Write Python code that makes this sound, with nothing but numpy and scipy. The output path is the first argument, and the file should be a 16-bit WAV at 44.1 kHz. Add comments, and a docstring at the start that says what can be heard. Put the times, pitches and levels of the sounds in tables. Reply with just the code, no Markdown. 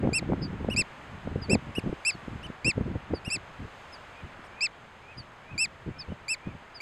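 """A steady distant wash lies over a mudflat: shaped noise whose soft body and thin hiss drift separately.
A breeze, gusts and eddies buffet the microphone from the start, as noise that reaches higher when they
strike harder, with brief pressure pops; the breeze slowly dies down. Close by, an oystercatcher pipes short
arched notes of gliding harmonics, some led in by a softer, higher note. A small bird chips in falling
whistles, and after four seconds a far shorebird calls in slurred pure tones."""
import sys
import numpy as np
from scipy import signal
from scipy.fft import rfft, irfft
from scipy.io import wavfile

SR = 44100
rng = np.random.default_rng(int(sys.argv[2]) if len(sys.argv) > 2 else 0)


def store_pcm(level_fs):
    """Save levels as 16-bit WAV."""
    pcm = np.round(np.clip(level_fs, -1, 1) * 32767).astype(np.int16)
    wavfile.write(sys.argv[1], SR, np.atleast_2d(pcm).T)


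N = 300321
TIME = np.arange(N) / SR

# The hardest eddies striking the microphone: time_s, level_db, sharpness (0-1)
EDDIES = [(0.074, -21, 0.96), (0.091, -25, 0.86), (0.127, -25, 0.2), (.228, -29, .85), (0.301, -23, 0.6),
          (0.322, -22.5, 0.95), (0.334, -21.5, 1), (0.534, -29, 0.06), (.647, -30, 1), (0.688, -21, 0.81),
          (1.275, -28, .9), (1.36, -23.5, 0.04), (1.424, -30.5, 0), (1.508, -22, 0.55), (1.534, -17.5, .75),
          (1.554, -18.5, 0.92), (1.784, -24, 0.72), (1.93, -26, 0.1), (2.153, -34.5, 0), (2.282, -33, 0.76),
          (2.359, -31.5, 0), (2.502, -34.5, 0.6), (2.681, -24, 0.28), (2.78, -20, 0.7),
          (2.812, -21.5, 0.14), (2.867, -29, 0), (2.958, -21.5, 0.14), (3.138, -19, .85), (3.281, -29, 0.5),
          (4.244, -36.5, 0.44), (4.396, -44, 0), (5.877, -36, 0.7), (6.123, -29.5, 0.72)]


def amp(db):
    """Decibels to gain."""
    return 10 ** (np.asarray(db) / 20)


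def smooth(x, seconds):
    """Moving average under a bell of this whole length."""
    bell = signal.windows.hann(2 * max(int(seconds * SR / 2), 1) + 1)
    padded = np.pad(x, len(bell) // 2, mode="edge")
    return signal.fftconvolve(padded, bell / bell.sum(), "valid")


def follow(rows, at):
    """Every column of a table after the first, joined by straight lines."""
    knots, *columns = np.transpose(rows)
    return [np.interp(at, knots, column) for column in columns]


def colour(x, spectrum):
    """Filters x by a spectrum drawn over log frequency, and brings it to unit power."""
    hz, db = np.transpose(spectrum)
    log_bins = np.log(np.fft.rfftfreq(N, 1 / SR) + 1)
    gain = amp(np.interp(log_bins, np.log(hz), db))
    y = irfft(rfft(x) * gain, N)
    return y / y.std()


def wander(count, seconds):
    """Smoothed random drift of unit size."""
    x = smooth(rng.standard_normal(count + SR), seconds)
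    return (x / x.std())[SR // 2:][:count]


def add(mix, s, sound):
    """Mixes a sound in at time s."""
    part = mix[..., round(s * SR):][..., :sound.shape[-1]]
    part += sound[..., :part.shape[-1]]


def from_top(u, top_at):
    """Distance from the top of a call: 0 there, 1 at either end."""
    return np.maximum((top_at - u) / top_at, (u - top_at) / (1 - top_at))


def wash(body_trim_db=3.0, hiss_trim_db=20.5, split_hz=2800):
    """Far water and air: a soft body and a thin hiss, split from one noise, that drift separately."""
    # Distant wash spectrum: frequency_hz, relative_density_db (per Hz)
    wash_spectrum = [(20, -2.5), (90, -0.5), (300, -5), (600, 0), (1000, 0.5), (1700, -2), (3000, -9),
                     (4400, -19), (6500, -20), (7800, -25.5), (9300, -33.5), (11000, -38), (14000, -42),
                     (15700, -56)]
    # Drift of the body below the split: time_s, level_db (before its trim)
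    body_drift = [(0, -50), (4.45, -51), (4.9, -54), (6.81, -53)]
    # Drift of the hiss above the split: time_s, level_db (before its trim)
    hiss_drift = [(0, -70.5), (.5, -70.5), (1.0, -68.5), (1.4, -70), (2.15, -67.5), (2.6, -70.5),
                  (3.2, -71.5), (3.85, -67.5), (4.7, -72), (6.81, -72.5)]
    noise = colour(rng.standard_normal(N), wash_spectrum)
    body = signal.sosfiltfilt(signal.butter(2, split_hz, fs=SR, output="sos"), noise)
    hiss = noise - body
    body_db = follow(body_drift, TIME)[0] + body_trim_db
    hiss_db = follow(hiss_drift, TIME)[0] + hiss_trim_db
    return body * amp(body_db) + hiss * amp(hiss_db)


def wind(gust_trim_db=-1, lump_db=3, flutter_db=5, swirl_db=-14, swirl_width=3.3, hard_db=-27, span_db=26):
    """Fluttering gusts and single eddies thump on the microphone; harder strikes make higher noise."""
    # The breeze, slowly dying down: time_s, level_db (before lumps and flutter)
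    breeze = [(0, -35.5), (.18, -43), (.25, -35), (.78, -40.5), (.86, -64), (1.15, -43.5), (1.4, -44.5),
              (1.9, -49), (2.07, -66), (2.3, -43), (2.47, -43), (2.57, -71), (2.82, -53), (3.38, -53.5),
              (3.75, -62.5), (5.3, -60.5), (5.95, -53.5), (6.81, -66)]
    # Gusts: start_s, length_s, level_db (before trim and flutter)
    gusts = [(0.033, .06, -26), (.292, 0.042, -28.5), (0.424, 0.031, -30.5), (.705, 0.11, -32.5),
             (1.272, 0.13, -37.5), (1.485, .075, -27.5), (1.669, .025, -36), (1.844, 0.052, -31),
             (2.652, 0.037, -32), (2.76, 0.21, -35.5), (3.108, 0.032, -31), (3.35, 0.032, -39.5),
             (3.596, 0.059, -39.5), (4.235, 0.02, -38.5), (5.169, 0.033, -42), (5.522, 0.038, -41.5),
             (5.864, 0.043, -35), (6.079, 0.046, -39), (6.468, 0.026, -35), (6.524, 0.038, -44)]
    # Buffeting from light air: frequency_hz, relative_density_db (per Hz)
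    light_air = [(15, -9), (30, -17), (55, 0.5), (85, 5.5), (160, 0.5), (280, -6.5), (450, -18.5),
                 (800, -40), (1600, -60), (4000, -85)]
    # Buffeting from hard air: frequency_hz, relative_density_db (per Hz)
    hard_air = [(15, -25), (30, -19), (70, -21), (160, 4), (320, 1.5), (550, -9), (800, -22), (1300, -33.5),
                (2200, -31), (5000, -91)]
    gust_rise_s, gust_die_s = 0.006, 0.012
    eddy_s = 0.0054  # full width of the core at half power
    breeze_db = follow(breeze, TIME)[0] + lump_db * np.tanh(wander(N, 0.066))
    power = amp(breeze_db) ** 2
    for s, length, db in gusts:
        outside = np.maximum((s - TIME) / gust_rise_s, (TIME - s - length) / gust_die_s)
        power += (amp(db + gust_trim_db) * np.exp(-np.maximum(outside, 0))) ** 2
    power *= amp(flutter_db * np.tanh(wander(N, 0.021))) ** 2
    for s, db, _ in EDDIES:
        away = (2 * (TIME - s) / eddy_s) ** 2
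        near = away < 400
        # a tight core inside a wider, weaker swirl
        core = 2 ** -away[near]
        swirl = amp(swirl_db) ** 2 * 2 ** -(away[near] / swirl_width ** 2)
        power[near] += amp(db) ** 2 * (core + swirl)
    # half hard at hard_db; light turns to hard across span_db
    hardness = np.clip(0.5 + (10 * np.log10(power) - hard_db) / span_db, 0, 1)
    turbulence = rng.standard_normal(N)
    air = (1 - hardness) * colour(turbulence, light_air) + hardness * colour(turbulence, hard_air)
    # level the noise's own swells so that the wind's power sets the loudness
    own_power = smooth(air ** 2, 0.028) + 1e-6
    return air * np.sqrt(power / own_power)


def pops(pop_db=4, blunt_s=0.001, sharp_s=0.00032, leak_hz=150):
    """A sharp eddy's core crosses the port in one quick suck and push; the slowest part leaks away."""
    out = np.zeros(N)
    t = np.arange(-SR // 200, SR // 200) / SR
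    for s, db, sharpness in EDDIES:
        u = t / (blunt_s + (sharp_s - blunt_s) * sharpness)
        pressure = u * np.exp((1 - u ** 2) / 2)
        add(out, s + t[0], amp(db + pop_db) * sharpness ** 0.73 * pressure)
    return signal.sosfilt(signal.butter(2, leak_hz, "highpass", fs=SR, output="sos"), out)


def throat_db(hz):
    """Gain of the throat and bill that the harmonics glide through."""
    # Throat and bill response: frequency_hz, gain_db
    throat = [(1700, -5.5), (2700, -0.5), (3600, -3), (4700, 2), (5400, 1), (6300, -16), (7200, -1),
              (8100, -2.5), (9300, -9), (10800, -12.5), (11800, -23), (13000, -48), (16000, -53)]
    return follow(throat, hz)[0]


def arch(u, length):
    """Share of the top pitch that a note lacks: an opening flick, S-shaped climb, fall and final collapse."""
    flick_sag, climb_sag, fall_sag, collapse_sag = 0.34, 0.1414, 0.206, 0.215  # shares of the top pitch
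    flick_s, climb_bend, fall_power, collapse_power = 0.0005, 0.86, 2.25, 5.57
    top_at = 0.39 + 1.33 * length  # share of the length; later in longer notes
    away = from_top(u, top_at)
    flick = flick_sag * np.exp(-u * length / flick_s)
    climb = climb_sag * np.sin(np.pi / 2 * climb_bend * away) ** 2 + flick
    fall = fall_sag * away ** fall_power + collapse_sag * away ** collapse_power
    return np.where(u < top_at, climb, fall)


def oystercatcher(notes, harmonics_db, swell, jitter=0.0012, shimmer=0.023, rasp_db=-51, edge_db=-36):
    """Each note is one arch of pitch whose harmonics sweep through the throat's resonances."""
    push_db_per_sag = -45  # a note is loudest where it is highest
    start_burst_db, burst_s = 11, 0.00061
    out = np.zeros(N)
    for s, length, top_hz, db, overtones_db, tilt_db in notes:
        u = np.linspace(0, 1, int(length * SR))
        sag = arch(u, length)
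        hz, push_db = top_hz * (1 - sag), push_db_per_sag * sag
        phase = 2 * np.pi * np.cumsum(hz * (1 + jitter * wander(len(u), 0.0005))) / SR
        # the rasp is boosted towards both ends of the note
        rasp = amp(rasp_db + push_db) + amp(edge_db) * (2 * u - 1) ** 8
        breath_filter = signal.butter(4, 11500, fs=SR, output="sos")  # low-pass, Hz
        note = rasp * signal.sosfilt(breath_filter, rng.standard_normal(len(u)))
        for k, harmonic_db in enumerate(harmonics_db, 1):
            bright_db = (k > 1) * (overtones_db + tilt_db * (k - 2))
            glide_db = throat_db(k * hz) - throat_db(top_hz)
            effort_db = push_db * (1 + swell * (k - 1) * (k - 2))  # upper harmonics need the hardest push
            level = amp(harmonic_db + bright_db + glide_db + effort_db)
            level = level * (1 + shimmer * wander(len(u), 0.0022))
            note += np.sqrt(2) * level * np.sin(k * phase)
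        # a note starts with a brief burst
        burst_db = start_burst_db * np.exp(-(u * length / burst_s) ** 2)
        add(out, s, amp(db + burst_db) * note * signal.windows.tukey(len(u), 0.03))
    return out


def small_bird(split_hz=300, waver=0.0036, split_waver=0.38):
    """A quick flick up and a falling whistle that levels off; sometimes a second voice beats against it."""
    # Chips: start_s, length_s, top_hz, end_hz, level_db, octave_overtone_db, second_voice_strength (0-1)
    chips = [(0.413, 0.062, 5090, 4610, -40, -42, 0.65), (1.413, 0.053, 4960, 4410, -42, -33, 0),
             (2.093, 0.064, 5170, 4350, -44, -32, 0.3), (3.137, 0.059, 4900, 4430, -45.5, -26, 0.2),
             (3.92, 0.049, 5180, 4540, -46.5, -22, 0), (5.169, 0.054, 4960, 4390, -42.5, -28, 0),
             (5.982, 0.054, 5290, 4430, -37.5, -37, 0), (6.009, 0.02, 3800, 3450, -54, -26, 0),
             (6.741, 0.055, 5010, 4500, -44, -35, 0)]
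    # a chip peaks in pitch, then in level, then levels off (shares of its length)
    top_at, loud_at, flat_at = 0.16, 0.35, 0.87
    start_height, start_db, end_db = 0.32, -24, -19
    out = np.zeros(N)
    for s, length, top_hz, end_hz, db, octave_db, second in chips:
        u = np.linspace(0, 1, int(length * SR))
        height = np.sin(np.pi / 2 * np.interp(u, [0, top_at, flat_at], [start_height, 1, 0])) ** 2
        course_db = np.where(u < loud_at, start_db, end_db) * from_top(u, loud_at) ** 2
        hz = (end_hz + (top_hz - end_hz) * height) * (1 + waver * wander(len(u), 0.002))
        phase = 2 * np.pi * np.cumsum(hz) / SR
        beat_hz = split_hz * (1 + split_waver * wander(len(u), 0.005))
        beat = 2 * np.pi * np.cumsum(beat_hz) / SR
        # the second voice lies a little lower and dies as the pitch falls
        second_voice = second * np.sqrt(height) * np.sin(phase - beat)
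        voice = np.sin(phase) + amp(octave_db) * np.sin(2 * phase) + second_voice
        add(out, s, np.sqrt(2) * amp(db + course_db) * signal.windows.tukey(len(u), 0.2) * voice)
    return out


def far_bird(waver=0.013, flicker_db=3.0):
    """A slurred whistle, left without overtones by distance and flickering in the moving air."""
    # Far shorebird: start_s, length_s, top_hz, level_db
    far_calls = [(4.095, 0.15, 2530, -55), (4.48, .18, 2550, -52), (5.003, 0.17, 2580, -51),
                 (5.41, 0.17, 2570, -53), (5.894, .18, 2540, -54), (6.358, 0.19, 2530, -53.5)]
    # the slur climbs to a top (share of its length) and drops; both ends are lower and softer
    slur_top_at, slur_start, slur_end, ends_db = 0.69, 0.855, 0.81, -13.5  # ends as shares of top pitch
    out = np.zeros(N)
    for s, length, top_hz, db in far_calls:
        u = np.linspace(0, 1, int(length * SR))
        pitch = np.interp(u, [0, slur_top_at, 1], [slur_start, 1, slur_end])
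        course_db = ends_db * from_top(u, slur_top_at) + flicker_db * wander(len(u), 0.014)
        hz = top_hz * pitch * (1 + waver * wander(len(u), 0.0037))
        phase = 2 * np.pi * np.cumsum(hz) / SR
        whistle = np.sqrt(2) * amp(db + course_db) * np.sin(phase)
        add(out, s, whistle * signal.windows.tukey(len(u), 0.15))
    return out


def shore(x, t60=0.1):
    """Faint scatter from the banks of the flat: a noise tail that falls 60 dB in t60 seconds."""
    t = np.arange(SR // 2) / SR
    tail = rng.standard_normal(len(t)) * amp(-60 * t / t60)
    return signal.fftconvolve(x, tail / np.linalg.norm(tail))[:N]


def scene():
    """The near bird almost dry, the far ones wetter, over wash and wind; all in the centre."""
    # Full piping notes: start_s, length_s, top_pitch_hz, level_db, overtones_db,
    # tilt_db (per further harmonic)
    full_notes = [(0.131, 0.069, 2725, -27, 0, 1), (0.762, 0.064, 2702, -24.5, 0, -0.5),
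                  (1.496, .064, 2698, -27.5, -1.4, 0.5), (2.049, 0.066, 2700, -24.5, -1.5, 0.5),
                  (2.645, 0.076, 2728, -24, -3, -2), (3.301, 0.071, 2702, -30.5, 1.5, 0),
                  (4.607, 0.067, 2692, -26, 2, -7.5), (5.578, 0.086, 2687, -26, 0.5, -0.2),
                  (6.281, 0.073, 2677, -29, -0.9, 1.2), (6.802, 0.054, 2620, -32.5, -7.5, -1)]
    # Softer, higher notes, some leading into a full one: columns as in the full notes
    soft_notes = [(0.6996, 0.05, 2916, -35, -1.5, 1), (1.751, .051, 2910, -35, -3, 3),
                  (2.429, 0.045, 3050, -43.5, 0.5, -1), (3.248, 0.056, 2845, -40, 2.5, 0),
                  (4.439, .040, 2870, -68, 15, -0.5), (6.086, 0.058, 3030, -60, -2, 0)]
    # Harmonics before the throat, from the fundamental up, in full and in soft notes: level_db
    full_harmonics_db = [0, -4.5, -3.5, -5, 6.5, -10]
    soft_harmonics_db = [0.5, -8, -14, -7, 1]
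    pips = oystercatcher(full_notes, full_harmonics_db, swell=0.27)
    pips += oystercatcher(soft_notes, soft_harmonics_db, swell=0.086)
    chips, far = small_bird(), far_bird()
    scatter = shore(amp(-47) * pips + amp(-22) * chips + amp(-31) * far)
    mix = wash() + wind() + pops() + pips + chips + far + scatter
    return np.tile(mix, (2, 1))


def record(dry):
    """The recorder's notches, cut by subtracting resonances, then a steep low-pass band limit."""
    # Notches in the recorder's response: centre_hz, width_hz, share_removed (0-1)
    notches = [(5720, 950, 0.75), (6940, 160, 0.83)]
    edge_hz = 15720
    for hz, width, share in notches:
        b, a = signal.iirpeak(hz, hz / width, fs=SR)
        dry = dry - share * signal.lfilter(b, a, dry)
    low_pass = signal.firwin(511, edge_hz, window=("kaiser", 9), fs=SR)
    return signal.oaconvolve(dry, low_pass[None], "same")


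dry = scene()
out = record(dry)
store_pcm(out)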